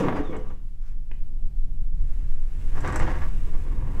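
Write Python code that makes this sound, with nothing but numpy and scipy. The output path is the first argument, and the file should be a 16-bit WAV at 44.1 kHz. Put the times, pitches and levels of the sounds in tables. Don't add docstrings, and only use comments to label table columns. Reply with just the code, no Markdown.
import sys
import numpy as np
from scipy import signal
from scipy.fft import rfft, irfft, next_fast_len
from scipy.io import wavfile
from scipy.ndimage import map_coordinates

SR = 44100
rng = np.random.default_rng(int(sys.argv[2]) if len(sys.argv) > 2 else 0)


def output_pcm(signal):
    pcm = np.clip(np.atleast_2d(signal).T, -1, 1) * 32767
    wavfile.write(sys.argv[1], SR, np.round(pcm).astype(np.int16))


N = 176400
TIME_S = np.arange(N) / SR


def amp(db):
    return 10 ** (np.asarray(db) / 20)


def unit(x):
    return x / np.sqrt(np.mean(x ** 2) + 1e-20)


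def along(points, hz):
    point_hz, values = np.transpose(points)
    return np.interp(np.log(hz + 1), np.log(point_hz + 1), values)


def curves(rows):
    times, *columns = np.transpose(rows)
    return [np.interp(TIME_S, times, column) for column in columns]


def during(rows, fade_s=.04):
    start, end = rows[0][0], rows[-1][0]
    return np.interp(TIME_S, [start - fade_s, start, end, end + fade_s], [0, 1, 1, 0])


def stroke(rows):
    return curves(rows)[0] + 20 * np.log10(during(rows) + 1e-6)


def surges(rows, attack_s, t60_s):
    envelope = 0
    for start_s, level_db in rows:
        age = np.maximum(TIME_S - start_s, 0)
        envelope += amp(level_db - 60 * age / t60_s) * (1 - np.exp(-age / attack_s))
    return 20 * np.log10(envelope + 1e-9)


def wobble(rate_hz):
    knots = rng.standard_normal(int(N * rate_hz / SR) + 4)
    return map_coordinates(knots, [TIME_S * rate_hz])


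def filtered(x, gain):
    size = 2 * next_fast_len(N)
    magnitude = np.maximum(gain(np.fft.rfftfreq(size, 1 / SR)), 1e-6)
    cepstrum = irfft(np.log(magnitude), size)
    cepstrum[1:size // 2] *= 2
    cepstrum[size // 2 + 1:] = 0
    return irfft(rfft(x, size) * np.exp(rfft(cepstrum)), size)[:N]


def coloured(x, spectrum):
    return filtered(x, lambda hz: amp(along(spectrum, hz)))


# frequency_hz, half_width_hz, boost_db
BODY_MODES = [(208, 11.6, 6.5), (287.3, 11.9, 14), (326, 6.6, 10.5), (369.2, 12.8, 13), (431.6, 6.7, 13),
              (464.3, 6.5, 7.5), (502, 25, 13.5), (612, 15, 6.5), (755, 11, 5.5), (925, 39, 4),
              (1060, 26, 5.5), (1143, 31, 11), (1540, 19, 7), (1628, 27, 10.5), (1707, 22, 9),
              (1878, 27, 6.5), (2170, 54, 4)]

def friction(level_db, spectrum, slips_per_s, spread_db, judder_db, ring):
    def response(hz):
        peaks_db = [db / (1 + ((hz - centre) / width) ** 2) for centre, width, db in BODY_MODES]
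        return unit(amp(along(spectrum, hz) + ring * np.max(peaks_db, axis=0)))

    slips = (rng.random(N) < slips_per_s / SR) * rng.standard_normal(N)
    slips *= amp(spread_db * rng.standard_normal(N))
    slips *= amp(judder_db * wobble(70))
    return filtered(unit(slips) * amp(level_db), response)


# time_s, relative_level_db
GUST_LEVELS = [(0.05, -34), (1.08, -31), (1.14, -30), (1.32, -31.5), (1.69, -25), (1.9, -25), (1.96, -22.5),
               (2.38, -25), (2.69, -21.5), (2.96, -32.5), (3.01, -18.5), (3.45, -29), (3.5, -24.5),
               (3.95, -26)]
HANDLING_LEVELS = [(0, -42), (.55, -42.5), (.75, -53), (1.1, -46), (1.85, -45), (2.02, -38.5), (2.2, -41.5),
                   (2.45, -48), (2.56, -40), (2.8, -36.5), (2.88, -28.5), (2.96, -32), (3.06, -27.5),
                   (3.14, -34.5), (3.185, -30.5), (3.25, -38), (3.65, -39), (3.85, -35), (4, -36.5)]
# frequency_hz, gain_db
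GUST_SPECTRUM = [(3, -1.5), (8, 8), (15, 8), (24, 2.5), (32, -4), (45, -13.5), (60, -26.5), (100, -34),
                 (300, -56.5), (900, -91.5)]
HANDLING_SPECTRUM = [(30, -6), (48, -4.5), (65, 2.5), (100, -9), (135, -8), (170, -15), (250, -20.5),
                     (340, -28.5), (450, -37), (900, -43.5), (2000, -76)]
HISS_SPECTRUM = [(200, 7.5), (600, 4), (1500, 0), (2400, -1), (4200, -5), (6000, -7), (8200, -7.5),
                 (11000, -9), (15500, -13)]

def wind_and_handling():
    buffet = unit(coloured(rng.standard_normal(N), GUST_SPECTRUM) * amp(0.67 * wobble(4.6)))
    handling = unit(coloured(rng.standard_normal(N), HANDLING_SPECTRUM) * amp(1.6 * wobble(18)))
    hiss = unit(coloured(rng.standard_normal(N), HISS_SPECTRUM)) * amp(wobble(20))
    buffet *= amp(curves(GUST_LEVELS)[0] + 7)
    handling *= amp(curves(HANDLING_LEVELS)[0] + 3)
    return buffet + handling + amp(-69) * hiss


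# frequency_hz, t60_s
CAB_DECAY = [(150, 0.05), (1000, 0.34), (4000, 0.39), (12000, 0.012)]

def cab_echo(x):
    hz, t, bands = signal.stft(rng.standard_normal(SR // 3), SR, nperseg=256)
    decay = amp(-60 * t / along(CAB_DECAY, hz)[:, None])
    tail = signal.istft(bands * decay, SR, nperseg=256)[1]
    delayed_tail = np.pad(tail / np.linalg.norm(tail), (SR // 300, 0))
    return signal.fftconvolve(x, delayed_tail)[:N]


# centre_s, half_length_s, level_db
TOUCHES = [(0.873, 0.062, -64.5)]
# time_s, relative_level_db
SLEEVE_LEVELS = [(1.95, -76), (2.07, -63), (2.33, -62), (2.45, -63), (2.63, -57), (2.8, -55), (3.25, -55),
                 (3.55, -57), (3.85, -61), (4, -56)]
# frequency_hz, gain_db
TOUCH_SPECTRUM = [(300, -3), (1000, 4), (2200, 1), (4000, -11), (5600, -5), (8000, -14), (13000, -20)]
SLEEVE_SPECTRUM = [(200, 7), (380, 14), (600, 3), (1500, 2), (2600, 0), (4200, -10), (6500, -8), (8200, -8),
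                   (11000, -14), (15500, -18)]

def rustles():
    swell = sum(amp(db) * np.exp(-((TIME_S - centre) / half) ** 2) for centre, half, db in TOUCHES)
    touch = friction(20 * np.log10(swell + 1e-9), TOUCH_SPECTRUM,
                     slips_per_s=6000, spread_db=2, judder_db=1.5, ring=0.2)
    sleeve = friction(stroke(SLEEVE_LEVELS) + 2.5, SLEEVE_SPECTRUM,
                      slips_per_s=6000, spread_db=0.5, judder_db=0.4, ring=0.27)
    return touch + sleeve


# frequency_hz, gain_db
CLICK_SPECTRUM = [(100, -5), (260, 8), (500, 0), (1500, -3), (3000, 0), (3700, -22), (9000, -48)]

def click(start_s=1.114, level_db=-38.5, t60_s=.022):
    age = TIME_S - start_s
    burst = rng.standard_normal(N) * (age > 0) * amp(level_db - 60 * np.abs(age) / t60_s)
    return filtered(burst, lambda hz: unit(amp(along(CLICK_SPECTRUM, hz))))


# start_s, relative_level_db
KEY_STRIKES = [(.366, -46), (2.779, -54), (2.807, -39.5), (2.875, -35), (2.9244, -36), (2.959, -25.5),
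               (2.994, -33.5), (3.119, -52)]
# frequency_hz, gain_db
KEY_SPECTRUM = [(2500, -43), (4500, -14), (5800, -3), (6800, -3), (7850, 3.5), (8600, -5), (9500, -12),
                (11000, -11.5), (13000, -24), (15500, -26)]

def keys(strike_t60_s=0.03, jangle_t60_s=0.097, jangle_db=-8):
    clinks = np.zeros(N + SR)
    age = np.arange(SR // 5) / SR
    decay = amp(-60 * age / strike_t60_s) + amp(jangle_db - 60 * age / jangle_t60_s)
    for start_s, level_db in KEY_STRIKES:
        burst = amp(level_db - 3) * decay * rng.standard_normal(len(age))
        clinks[round(start_s * SR):][:len(age)] += burst
    return coloured(clinks[:N], KEY_SPECTRUM)


# time_s, relative_level_db
SCRAPE_LEVELS = [(2.72, -57), (2.745, -46), (2.78, -39), (2.8, -44), (2.835, -42), (2.85, -33.5),
                 (2.89, -33.5), (2.915, -40), (2.932, -34), (2.985, -37.5), (3.01, -32.5), (3.03, -33),
                 (3.1, -35.5), (3.15, -43.5), (3.18, -44.5), (3.228, -43), (3.255, -45.5), (3.31, -61)]
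RUB_LEVELS = [(3.28, -53), (3.36, -62), (3.44, -66), (3.48, -44.5), (3.51, -59.5), (3.55, -35),
              (3.59, -53.5), (3.66, -45), (3.85, -44), (4, -39)]
# start_s, level_db
RASP_ONSETS = [(2.843, -29.5), (2.872, -28.5), (2.924, -32), (2.953, -33), (2.997, -29), (3.069, -28.5),
               (3.136, -36.5), (3.216, -36.5)]
# frequency_hz, gain_db
SCRAPE_SPECTRUM = [(70, -21), (150, 4), (260, -1), (330, 5), (550, -3), (900, 1.5), (1300, -2.5),
                   (1900, -6.5), (2600, -13), (4000, -24), (6000, -22.5), (9000, -31), (15000, -49)]
RUB_SPECTRUM = [(70, -19), (150, 0.5), (350, 4.5), (600, -6), (1050, -1.5), (1400, -12), (2200, -14),
                (3500, -29), (9000, -60)]
RASP_SPECTRUM = [(200, -8), (550, -5), (850, 2), (1900, -2.5), (2500, -15), (4000, -23), (12000, -60)]

def scrape():
    sliding = dict(slips_per_s=2500, spread_db=1.5)
    firm = friction(stroke(SCRAPE_LEVELS) + 0.5, SCRAPE_SPECTRUM, **sliding, judder_db=1.35, ring=0.71)
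    light = friction(stroke(RUB_LEVELS) - 3, RUB_SPECTRUM, **sliding, judder_db=1.7, ring=0.65)
    rasps = friction(surges(RASP_ONSETS, attack_s=0.0017, t60_s=0.14), RASP_SPECTRUM,
                     slips_per_s=3000, spread_db=2, judder_db=1.5, ring=0.6)
    return firm + rasps + light


# time_s, pitch_hz, level_db
LONG_SQUEAL = [(.135, 4980, -78), (.15, 4920, -61), (.19, 4780, -66), (.205, 4400, -88), (.225, 3850, -68),
               (.26, 3600, -56), (.3, 3400, -62), (.35, 3080, -72), (.41, 2930, -67), (.46, 2880, -76),
               (.62, 2840, -82)]
BRIEF_SQUEAL = [(.31, 2230, -60), (.37, 2190, -55), (.39, 2180, -72)]

def squeal(rows):
    pitch_hz, level_db = curves(rows)
    wavering_hz = pitch_hz * (1 + 0.0071 * wobble(271))
    phase = 2 * np.pi * np.cumsum(wavering_hz) / SR
    return amp(level_db + 1.1 * wobble(58)) * np.sin(phase) * during(rows)


# time_s, rumble_db, grit_db
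ROLL_LEVELS = [(0, -15.5, -31), (.025, -21.5, -36), (.04, -25, -30), (.075, -22, -37), (.11, -27, -35),
               (.145, -26, -45), (.17, -30.5, -31.5), (.205, -25.5, -38.5), (.225, -36, -44.5),
               (.275, -39.5, -47), (.315, -32, -52.5), (.33, -33, -39), (.365, -35.5, -40),
               (.39, -38, -55.5), (.48, -50, -57), (.53, -51, -57), (.58, -69, -76), (.62, -65, -83)]
# start_s, level_db
JOLT_ONSETS = [(.016, -34), (.06, -31), (.083, -25), (.122, -33), (.164, -28), (.195, -35), (.5, -47.5)]
# time_s, relative_level_db
DUST_LEVELS = [(0, -47), (.035, -49), (.08, -57), (.14, -62), (.172, -55.5), (.23, -63), (.31, -65),
               (.365, -68.5), (.5, -68.5), (.6, -85)]
# frequency_hz, gain_db
RUMBLE_SPECTRUM = [(70, -12), (130, 2), (220, 1), (300, -2), (480, -6.5), (600, -13), (900, -23),
                   (2000, -58.5)]
GRIT_SPECTRUM = [(350, -27.5), (620, 1.5), (1150, 3.5), (1400, -5.5), (1900, -7), (2700, -14.5),
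                 (4000, -27.5), (9000, -48)]
JOLT_SPECTRUM = [(200, -10), (600, 1.5), (1200, 4), (1800, -3), (2600, -15.5), (3500, -19), (4500, -32),
                 (9000, -44)]
DUST_SPECTRUM = [(1500, -23), (2500, 5), (3300, 2.5), (4200, -9), (6000, -1), (8200, -9.5), (11000, -14.5),
                 (15500, -23)]

def door(trim_db=-1.5):
    window_db = 20 * np.log10(during(ROLL_LEVELS) + 1e-6)
    rumble_db, grit_db = curves(ROLL_LEVELS) + window_db + trim_db
    rolling = dict(slips_per_s=5000, spread_db=1, judder_db=1.1)
    rumble = friction(rumble_db, RUMBLE_SPECTRUM, **rolling, ring=0.85)
    grit = friction(grit_db, GRIT_SPECTRUM, **rolling, ring=0.48)
    jolts = friction(surges(JOLT_ONSETS, attack_s=0.0012, t60_s=0.064), JOLT_SPECTRUM,
                     slips_per_s=5000, spread_db=2, judder_db=5, ring=0.36)
    dust = friction(stroke(DUST_LEVELS) + trim_db, DUST_SPECTRUM,
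                    slips_per_s=20000, spread_db=1, judder_db=1.5, ring=0.3)
    return rumble + grit + jolts + dust


def scene():
    direct = door() + squeal(LONG_SQUEAL) + squeal(BRIEF_SQUEAL)
    direct += scrape() + keys() + click() + rustles()
    return (direct + amp(-10.5) * cab_echo(direct) + wind_and_handling())[None]


def record(dry):
    cutoff_hz = 15760
    size = next_fast_len(N + SR // 2)
    passband = np.fft.rfftfreq(size, 1 / SR) < cutoff_hz
    return irfft(rfft(dry, size) * passband, size)[..., :N]


dry = scene()
out = record(dry)
output_pcm(out)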